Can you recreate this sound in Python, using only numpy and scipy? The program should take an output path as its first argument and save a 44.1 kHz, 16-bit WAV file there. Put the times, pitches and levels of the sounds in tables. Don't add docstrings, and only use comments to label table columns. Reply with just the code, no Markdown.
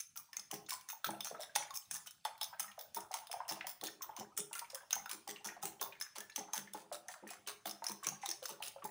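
import sys
import numpy as np
from scipy import signal
from scipy.fft import rfft, irfft, next_fast_len
from scipy.io import wavfile
from scipy.ndimage import uniform_filter1d

SR = 44100
rng = np.random.default_rng(int(sys.argv[2]) if len(sys.argv) > 2 else 0)


def transcribe(signal):
    frames = np.atleast_2d(signal).T
    limited = np.clip(frames, -1, 1)
    pcm = np.round(limited * 32767).astype(np.int16)
    wavfile.write(sys.argv[1], SR, pcm)


N = 392490

# start_s, level_db, pitch_hz
AIR_POCKETS = [(0.159, -51, 1357), (0.187, -54.5, 1160), (0.287, -66, 935), (0.33, -47, 1850),
               (0.369, -49, 2110), (0.389, -54, 1190), (0.507, -48, 1070), (0.527, -44, 790),
               (0.687, -47, 1864), (0.705, -38.5, 2320), (0.72, -38.5, 1000), (0.891, -51.5, 1310),
               (0.928, -46, 910), (1.043, -30.5, 1306), (1.089, -34, 802), (1.208, -45, 3220),
               (1.254, -53, 840), (1.312, -37, 436), (1.345, -41.5, 1310), (1.395, -42, 580),
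               (1.431, -52, 1970), (1.494, -52.5, 1620), (1.56, -34, 830), (1.624, -40.5, 2210),
               (1.707, -40.5, 1118), (1.914, -52, 1820), (1.955, -46, 1780), (2.073, -43, 3070),
               (2.252, -29.5, 858), (2.415, -45.5, 863), (2.511, -58, 1000), (2.528, -45, 920),
               (2.534, -48.5, 1540), (2.596, -48, 793), (2.599, -41.5, 1360), (2.642, -45.5, 1254),
               (2.68, -47, 1930), (2.715, -46.5, 2920), (2.778, -43.5, 634), (2.967, -35.5, 909),
               (3.047, -54, 866), (3.11, -42, 734), (3.142, -39.5, 887), (3.297, -47, 670),
               (3.339, -37.5, 726), (3.403, -36.5, 972), (3.489, -47, 697), (3.51, -40.5, 896),
               (3.569, -46.5, 653), (3.609, -36.5, 2070), (3.643, -46.5, 720), (3.669, -44.5, 966),
               (3.813, -53.5, 1070), (3.83, -44, 807), (3.882, -47, 1770), (4.008, -46, 1100),
               (4.042, -48.5, 1015), (4.092, -42, 850), (4.172, -43.5, 960), (4.208, -42.5, 782),
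               (4.375, -45, 1374), (4.511, -48, 870), (4.537, -40, 2780), (4.551, -45.5, 1353),
               (4.574, -50, 1376), (4.616, -43, 976), (4.645, -48, 2290), (4.732, -44.5, 504),
               (4.755, -48.5, 1200), (4.776, -50, 1580), (4.806, -52, 1630), (4.832, -56, 990),
               (4.908, -45, 3380), (4.93, -34.5, 1503), (4.964, -41, 761), (5.059, -40, 1400),
               (5.104, -46.5, 1160), (5.274, -40.5, 821), (5.36, -42, 2910), (5.446, -52.5, 814),
               (5.454, -46, 920), (5.487, -38, 1907), (5.52, -52, 886), (5.564, -47, 740),
               (5.626, -44, 1260), (5.631, -41.5, 816), (5.796, -48, 3100), (5.814, -35.5, 1118),
               (5.859, -49, 910), (5.923, -44, 2470), (5.952, -50, 2110), (6.012, -41.5, 1760),
               (6.064, -53, 1696), (6.159, -48, 850), (6.179, -47, 1390), (6.207, -44, 1700),
               (6.296, -50.5, 1760), (6.319, -48, 4100), (6.362, -42.5, 3190), (6.378, -44.5, 840),
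               (6.407, -43, 800), (6.485, -47.5, 840), (6.536, -38, 914), (6.673, -45.5, 1830),
               (6.746, -40, 880), (6.915, -35.5, 600), (6.942, -45, 564), (7.086, -46.5, 750),
               (7.086, -40.5, 1855), (7.139, -48.5, 1360), (7.235, -50.5, 860), (7.269, -45.5, 1800),
               (7.29, -44, 2490), (7.309, -47.5, 720), (7.464, -46, 3120), (7.472, -49, 2660),
               (7.655, -40, 708), (7.821, -38.5, 881), (7.865, -51, 934), (7.895, -40.5, 928),
               (8.028, -44, 1140), (8.048, -41, 2300), (8.068, -43, 1093), (8.12, -48, 810),
               (8.228, -42.5, 2020), (8.234, -41, 786), (8.313, -44.5, 1790), (8.423, -37, 516),
               (8.491, -47, 882), (8.604, -46, 823), (8.625, -34.5, 2960), (8.761, -42, 537),
               (8.821, -43.5, 1127), (8.85, -39, 858)]


def tine_clicks():
    # start_s, level_db, pitch_hz, low_ring_db
    hits = [(0.158, -36, 2860, 23), (0.173, -24, 5930, 18.5), (0.3304, -34.5, 2500, 30),
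            (0.3672, -22, 6500, 17), (0.3948, -29.5, 5450, 22.5), (0.5126, -23, 7040, 7),
            (0.5407, -25, 5700, 26.5), (0.6627, -49.5, 3540, 47), (0.6946, -25.5, 6060, -1),
            (0.706, -21, 5200, 5), (0.729, -34, 5930, 35), (0.81, -36, 5800, 14), (0.8875, -30.5, 6400, 18),
            (0.8998, -25.5, 6200, 1), (1.044, -26.5, 3550, 26), (1.066, -35, 6000, 31),
            (1.105, -29, 9500, 25), (1.206, -21.5, 3300, 25.5), (1.2458, -22, 6050, 11),
            (1.298, -36, 5800, 24), (1.4193, -35, 5230, 17), (1.5525, -24.5, 3640, 25),
            (1.5594, -12.5, 5700, -9), (1.706, -34, 3800, 30), (1.7395, -32, 3820, 3),
            (1.7552, -25.5, 5800, 24), (1.911, -21, 6330, 19), (1.9662, -30, 6000, 21),
            (2.0713, -28.5, 5770, 11), (2.1082, -31.5, 9700, 24), (2.2501, -23.5, 3600, 24),
            (2.3782, -41.5, 4530, 20), (2.4124, -21.5, 3600, 27), (2.4303, -20, 5200, 15.5),
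            (2.4421, -21.5, 6000, 6), (2.596, -18, 8300, 16), (2.603, -22.5, 5560, 21),
            (2.6286, -32, 6300, 23), (2.7157, -42, 2980, 17), (2.7904, -27, 5470, 20.5),
            (2.81, -32, 5530, 14), (2.9457, -22, 5900, 11), (2.9613, -38.5, 4930, 48),
            (3.0047, -33.5, 9190, 26), (3.1138, -34, 9000, 30), (3.14, -19.5, 5800, 15.5),
            (3.27, -33, 3340, 21), (3.3141, -23.5, 5200, 19), (3.4895, -35, 5360, 38),
            (3.497, -27.5, 5430, 31), (3.6681, -22, 5100, 3), (3.812, -31, 3800, 23),
            (3.8369, -22.5, 5600, 13), (3.8683, -28.5, 3500, 31), (4.0202, -30, 6250, 24),
            (4.1645, -32.5, 3940, 31), (4.197, -33.5, 5900, 26), (4.376, -16, 9200, -4),
            (4.5296, -25.5, 9200, 5), (4.552, -28, 6200, 2), (4.592, -22.5, 5300, 10),
            (4.7002, -38.5, 5170, 28), (4.746, -22, 9400, 28.5), (4.7537, -26.5, 9570, 19),
            (4.9073, -21, 3470, 20), (4.9282, -14, 6420, 18.5), (4.955, -18, 6300, 5),
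            (5.058, -30.5, 2750, 30), (5.094, -24.5, 3560, 6), (5.1125, -24.5, 10100, 21),
            (5.2765, -26, 5830, 12), (5.627, -24, 9800, 31), (5.6331, -23, 6750, 10),
            (5.654, -18.5, 7600, -1), (5.8123, -16.5, 5700, 3), (5.8254, -35.5, 3600, 41),
            (6, -34.5, 6260, 20), (6.0113, -19.5, 5140, 16), (6.022, -25.5, 6200, 29),
            (6.183, -23, 5970, 9), (6.2044, -25, 6100, 2), (6.298, -43, 2500, 30), (6.36, -19, 6200, 16.5),
            (6.3906, -33.5, 6200, 37), (6.5334, -19, 5760, 21), (6.551, -38, 10000, 25),
            (6.7347, -22, 9600, 25), (6.9255, -30, 9100, 24), (7.0832, -30.5, 6160, 18.5),
            (7.2743, -30.5, 6380, 6), (7.3047, -28, 9100, 27.5), (7.4732, -23.5, 5600, 11.5),
            (7.4839, -26.5, 2460, 27.5), (7.656, -26, 3260, 20), (7.668, -24, 5450, 18),
            (7.694, -25.5, 5730, 22), (7.71, -26, 5500, 21), (7.8414, -25, 5330, 4),
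            (7.866, -24, 5400, 24.5), (7.884, -27, 6440, 15), (7.895, -26, 5300, 15),
            (7.917, -24, 10100, 22), (8.0334, -31.5, 7300, 20), (8.0682, -17, 6500, 16),
            (8.087, -20.5, 6300, 16), (8.2592, -21, 6000, 7), (8.2893, -23, 6050, 19),
            (8.3025, -25.5, 6500, 23), (8.312, -23, 5130, 26), (8.4278, -32, 4930, 10),
            (8.4548, -24, 5500, 17), (8.491, -23.5, 9700, 16), (8.6222, -29, 2900, 13),
            (8.636, -28, 5330, 17), (8.6587, -31, 6100, 16), (8.68, -29, 9100, 28),
            (8.8421, -27.5, 5600, 19)]
    start_s, level_db, pitch_hz, low_db = np.transpose(hits)[:, :, None]
    t = np.arange(4096) / SR - .008
    after_s = np.clip(t, 0, 1)
    age = after_s / .00076
    graze = amp(-34.5) * np.exp(-np.abs(t) / .013)
    blow = age * np.exp(-age)
    scrunch = amp(-7) * (1 - np.exp(-age)) * np.exp(-after_s / .0038)
    high_db = 15 + 2 * rng.standard_normal(start_s.shape)
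    force = (graze + blow + scrunch) * rng.standard_normal((len(hits), len(t)))
    clicks = fork_and_glass(force, pitch_hz, low_db, high_db, hiss_db=-4, window=slice(350, 520))
    return place(start_s[:, 0] + t[0], amp(level_db - 5) * clicks)


def tine_skating():
    # start_s, level_db, pitch_hz, contact_s, high_ring_db, hiss_db
    strokes = [(0.0, -23, 6100, 0.0037, 16.5, -1.5), (0.158, -20.5, 6140, 0.033, 26, -15),
               (0.331, -41, 5490, 0.015, 11, -2), (0.5125, -24, 5670, 0.046, 20, 6.5),
               (0.685, -19.5, 6600, 0.054, 19, -1), (0.8858, -17.5, 6300, 0.032, 24, -16),
               (1.043, -14.5, 3860, 0.029, 21.5, 0.5), (1.2451, -22.5, 6100, 0.027, 16, 4),
               (1.3949, -24.5, 5570, 0.04, 15, 1.5), (1.5521, -21.5, 6550, 0.011, 14, 14),
               (1.7401, -14, 5740, 0.029, 24, -7), (1.9111, -21, 6470, 0.047, 15.5, -4.5),
               (2.0589, -30.5, 5700, 0.019, 20, 6), (2.251, -33, 3980, 0.0086, -2, 14),
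               (2.4142, -37, 4030, 0.037, 11, 0), (2.597, -16, 5700, 0.0099, 28, 7),
               (2.7902, -22.5, 5400, 0.025, 24, 3), (2.9454, -16, 9500, 0.032, 25.5, 5),
               (3.114, -31.5, 6100, 0.073, 21, 12), (3.3113, -23.5, 5400, 0.017, 20, 4),
               (3.4786, -17, 5700, 0.052, 18, -1), (3.6669, -15.5, 5200, 0.034, 26, 2),
               (3.8367, -18.5, 3250, 0.025, 30, 12.5), (4.0183, -17, 6200, 0.011, 27, 4.5),
               (4.1642, -27.5, 4600, 0.042, 36.5, 25), (4.3657, -23, 8600, 0.032, -4, -14.5),
               (4.5298, -23, 9200, 0.053, 25.5, 11), (4.7006, -37.5, 5230, 0.015, 15, 14),
               (4.9083, -37, 6300, 0.016, -7, 13), (5.092, -23, 5130, 0.045, 19.5, 7),
               (5.2866, -23.5, 6200, 0.0038, 23.5, 14), (5.4444, -20, 5630, 0.028, 16, -0.5),
               (5.6152, -26, 5970, 0.067, 19, 8), (5.812, -12, 3460, 0.027, 37, -7),
               (6.001, -38, 5470, 0.022, 37, 15), (6.1545, -31.5, 4740, 0.0092, 17.5, 8.5),
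               (6.3596, -29.5, 6350, 0.034, 18, 6), (6.5341, -18, 6270, 0.049, 22.5, 4.5),
               (6.7344, -37.5, 9400, 0.081, 25.5, 23.5), (6.924, -27, 8550, 0.023, 17.5, 11.5),
               (7.0825, -33, 6100, 0.058, 17.5, 8.5), (7.2746, -37, 6100, 0.067, 21, 15),
               (7.473, -21, 3000, 0.032, 26.5, 15.5), (7.6566, -17.5, 3680, 0.03, 27, 8),
               (7.8406, -41, 5160, 0.069, 13, 9), (8.034, -30.5, 7400, 0.013, 9, 11),
               (8.2152, -38.5, 6300, 0.087, 4, 3), (8.4266, -26.5, 6500, 0.087, 18.5, 8.5),
               (8.624, -22.5, 4900, 0.055, 15.5, 3.5), (8.843, -20.5, 5460, 0.015, 34, 5)]
    start_s, level_db, pitch_hz, contact_s, high_db, hiss_db = np.transpose(strokes)[:, :, None]
    t = np.arange(8192) / SR
    noise, chance, size = rng.standard_normal((len(strokes), 3, len(t))).transpose(1, 0, 2)
    slips = (chance > 2.3) * amp(5.7 * np.clip(size, -2, 1.5))
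    roughness = .5 + unit(np.abs(uniform_filter1d(slips, 24)))
    swell = amp(2.5 * np.clip(t / np.clip(contact_s, .002, 1), 0, 1))
    pressure = swell * rise(t, .00071) * fade(np.clip(t - contact_s, 0, 1), fade_s=.081)
    force = pressure * roughness * noise
    scrapes = fork_and_glass(force, pitch_hz, 19, high_db, hiss_db, window=slice(1800))
    return place(start_s[:, 0], amp(level_db - 15) * scrapes)


def fork_and_glass(force, pitch_hz, low_db, high_db, hiss_db, window):
    # pitch_hz, width_hz, level_db
    low_tones = [(3542, 118, -7.5), (5240, 157, 4.5), (6300, 405, 2.5), (6502, 340, 4)]
    mid_tones = [(8400, 47, -18), (10076, 580, -3), (9930, 1700, -3)]
    high_tones = [(14990, 427, 19.57), (16040, 4120, 9.68)]
    length = 2 * force.shape[1]
    f = np.fft.rfftfreq(length, 1 / SR)
    ripple_db = 3.5 * unit(uniform_filter1d(rng.standard_normal((len(force), len(f))), len(f) // 40))
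    click = .5j * f * pitch_hz / (pitch_hz ** 2 - f * f + .23j * f * pitch_hz)
    hiss = amp(hiss_db + ripple_db) * (1j * f / (.15 * pitch_hz + 1j * f)) ** 2
    ring = amp(low_db) * ringing(low_tones, f, pitch_hz, favour_db=14.5)
    ring += amp(8) * ringing(mid_tones, f, pitch_hz, favour_db=-5.5)
    ring += amp(high_db - 7) * ringing(high_tones, f, pitch_hz)
    sound = irfft(rfft(force, length) * (click + hiss + ring))
    return sound / np.sqrt(np.mean(sound[:, window] ** 2, axis=1, keepdims=True))


def egg_plops():
    # pitch_hz, width_hz, level_db
    hollow_tones = [(707, 25, -12.5), (1154, 20, 3.5)]
    start_s, level_db, pitch_hz = np.transpose(AIR_POCKETS)[:, :, None]
    t = np.arange(SR // 8) / SR
    age = t / (.021 * (pitch_hz / 1000) ** -.45)
    settle_s = 1.8 / pitch_hz
    glide = .98 + .07 * (rng.random(pitch_hz.shape) - .3) * age
    cycles = pitch_hz * (.22 * settle_s * rise(t, settle_s) + t * glide)
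    note = np.sin(2 * np.pi * cycles) * np.exp(-3 * age) * rise(t, .0018)
    burst = rise(t, .0027) * fade(t, fade_s=.011) * rng.standard_normal(note.shape)
    slap = band(burst, pitch_hz, width=.7)
    slap *= amp(-7) / np.abs(slap).max(axis=1, keepdims=True)
    gulps = amp(5 * unit(uniform_filter1d(rng.standard_normal(note.shape), 300)))
    slosh = band(gulps * rng.standard_normal(note.shape), pitch_hz, width=.65)
    slosh *= amp(-12) * rise(t, .00053) * fade(t, fade_s=.089) / slosh.std(axis=1, keepdims=True)
    plops = place(start_s[:, 0], amp(level_db) * (note + slap + slosh)) + bubbles()
    return plops + amp(-9.5) * filtered(plops, lambda f: ringing(hollow_tones, f))


def bubbles():
    start_s, level_db, pitch_hz = np.transpose(AIR_POCKETS)[:, :, None, None]
    wait, tone, size, life, glide = rng.random((len(start_s), 18, 5, 1)).transpose(2, 0, 1, 3)
    delay_s = -.05 * np.log(1 - .97 * wait)
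    cycles = pitch_hz * np.exp(1.7 * (tone - .25)) * np.arange(1000) / SR
    bend = 1 + .04 * (glide - .35) * cycles
    notes = np.sin(2 * np.pi * cycles * bend) * np.exp(-cycles / (2 + 7 * life)) * rise(cycles, 1)
    gain = amp(level_db - 8 - 20 * (1 - size ** 2) - 4 * tone - 60 * delay_s)
    return place(np.clip(start_s + delay_s, 0, N / SR), gain * notes)


def droplets():
    start_s, level_db, _ = np.transpose(AIR_POCKETS)[:, :, None, None]
    wait, tone, size, life = rng.random((len(start_s), 14, 4, 1)).transpose(2, 0, 1, 3)
    delay_s = -.075 * np.log(1 - .97 * wait)
    cycles = 1300 * np.exp(1.5 * tone) * np.arange(600) / SR
    ticks = np.sin(2 * np.pi * cycles) * np.exp(-cycles / (1 + 12 * life ** 2)) * rise(cycles, .5)
    gain = amp(level_db - 13 - 24 * (1 - size ** 3))
    return place(np.clip(start_s + delay_s, 0, N / SR), gain * ticks)


def bowl_rocking():
    # start_s, level_db, brightness_db_per_octave
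    rocks = [(0.374, -68.5, -10), (0.531, -50, -3.5), (1.074, -46, -9.5), (1.313, -62, -11),
             (1.564, -62.5, -10.5), (1.92, -62.5, -14), (2.61, -64, -20), (2.964, -57, -1.5),
             (3.516, -51.5, -6.5), (3.83, -51.5, 1.5), (4.068, -70, 5), (4.191, -51.5, -3.5),
             (4.389, -52.5, -2.5), (4.957, -62, -18.5), (5.135, -60.5, 1), (5.291, -56.5, -1.5),
             (5.464, -55, -2.5), (5.637, -50.5, -5.5), (5.811, -57, 10), (6.179, -60.5, 5),
             (6.385, -50.5, -4.5), (6.575, -53, -7), (6.749, -54.5, -0.5), (6.933, -65.5, -3),
             (7.232, -54.5, -1.5), (7.474, -61.5, 6), (7.664, -54, -2.5), (7.897, -51.5, -3.5),
             (8.067, -51.5, -3.5), (8.287, -60.5, 10), (8.505, -57, -1), (8.845, -53.5, -3)]
    # pitch_hz, width_hz, level_db
    bowl_tones = [(143, 13, 1), (202, 15, 6.5), (327, 20, .5), (413, 15, 1), (560, 60, -11)]
    start_s, level_db, brightness = np.transpose(rocks)[:, :, None]
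    t = np.arange(16384) / SR
    f = np.fft.rfftfreq(len(t), 1 / SR)
    shake = rise(t, .013) * fade(t, fade_s=.15) * rng.standard_normal((len(rocks), len(t)))
    tones = ringing(bowl_tones, f, np.full_like(start_s, 300))
    thud = amp(-18.5) / (1 + (f / 600) ** 4)
    bass_cut = amp(curve([(50, -18.5), (130, -9.5), (800, -.5)], f))
    tilt = amp(brightness * np.clip(np.log2((f + 1) / 250), -1, 1))
    knocks = irfft(rfft(shake) * (tones + thud) * bass_cut * tilt, len(t))
    knocks /= knocks[:, :SR // 10].std(axis=1, keepdims=True)
    return place(start_s[:, 0] - .012, amp(level_db - 13) * knocks)


def kitchen_echo(sound):
    # pitch_hz, fade_s
    fade_times = [(150, 0.62), (600, 0.46), (3000, 0.33), (15000, 0.26)]
    step, echo = SR // 6, np.zeros(N + SR)
    for start in range(0, N, step):
        hz, t, noise = signal.stft(rng.standard_normal(SR // 2), SR, nperseg=256)
        uneven = amp(3 * patches(noise.shape, bands=5, frames=14))
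        decay = fade(t, curve(fade_times, hz)[:, None])
        tail = signal.istft(noise * uneven * decay, SR, nperseg=256)[1]
        answer = signal.fftconvolve(sound[start:start + step], tail / np.linalg.norm(tail))
        echo[start + 130:][:len(answer)] += answer
    return echo[:N]


def room_noise():
    # pitch_hz, level_db
    balance = [(25, -16), (60, -11), (100, 1), (160, -1.5), (450, -28), (900, -29), (3000, -15),
               (16000, -13.5)]
    noise = signal.stft(rng.standard_normal(N), nperseg=512)[2]
    drift = amp(3.5 * patches(noise.shape, bands=8, frames=12))
    hush = signal.istft(noise * drift, nperseg=512)[1][:N]
    return amp(-75) * unit(filtered(hush, lambda f: amp(curve(balance, f))))


def ringing(tones, f, struck_hz=None, favour_db=0):
    total = 0
    for k, (hz, width_hz, db) in enumerate(tones):
        if struck_hz is not None:
            distance = np.clip(3 * np.abs(np.log2(hz / struck_hz)), 0, 1)
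            db = db - favour_db * distance + 1.8 * rng.standard_normal(struck_hz.shape)
            hz = hz * (1 + .01 * rng.standard_normal(struck_hz.shape))
        damping = 1j * f * width_hz
        total = total + (-1) ** k * amp(db) * damping / (hz * hz - f * f + damping)
    return total


def band(sounds, hz, width):
    length = sounds.shape[1]
    f = np.fft.rfftfreq(length, 1 / SR)
    peak = f * hz * width / (hz * hz - f * f + 1j * f * hz * width)
    return irfft(rfft(sounds) * peak ** 2, length)


def patches(shape, bands, frames):
    return unit(uniform_filter1d(uniform_filter1d(rng.standard_normal(shape), bands, axis=0), frames))


def rise(t, rise_time):
    return 1 - np.exp(-t / rise_time)


def fade(t, fade_s):
    return amp(-60 * t / fade_s)


def amp(db):
    return 10 ** (np.asarray(db) / 20)


def unit(x):
    return x / np.sqrt(np.mean(x ** 2) + 1e-20)


def curve(points, hz):
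    pitches, values = np.transpose(points)
    return np.interp(np.log(hz + 1), np.log(pitches + 1), values)


def filtered(sound, response):
    length = next_fast_len(N + SR // 2)
    return irfft(rfft(sound, length) * response(np.fft.rfftfreq(length, 1 / SR)), length)[:N]


def place(starts_s, sounds):
    at = np.round(starts_s * SR).astype(int).reshape(-1, 1) + np.arange(sounds.shape[-1])
    return np.bincount(at.ravel(), sounds.ravel(), N + SR)[:N]


def scene():
    # pitch_hz, gain_db
    bass_cut = [(380, -24.5), (540, -9), (680, -3.5)]
    fork_and_egg = tine_clicks() + tine_skating() + egg_plops() + droplets()
    beating = filtered(fork_and_egg, lambda f: amp(curve(bass_cut, f))) + bowl_rocking()
    return (beating + amp(-6) * kitchen_echo(beating) + room_noise())[None]


def record(dry):
    # pitch_hz, gain_db
    microphone = [(150, 0.5), (400, 10.5), (10500, -1.5), (12800, -17), (14000, -6), (15700, -18.5),
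                  (16300, -54), (16900, -27)]
    top_hz = 16990
    return filtered(dry[0], lambda f: amp(curve(microphone, f)) * (f < top_hz))[None]


dry = scene()
out = record(dry)
transcribe(out)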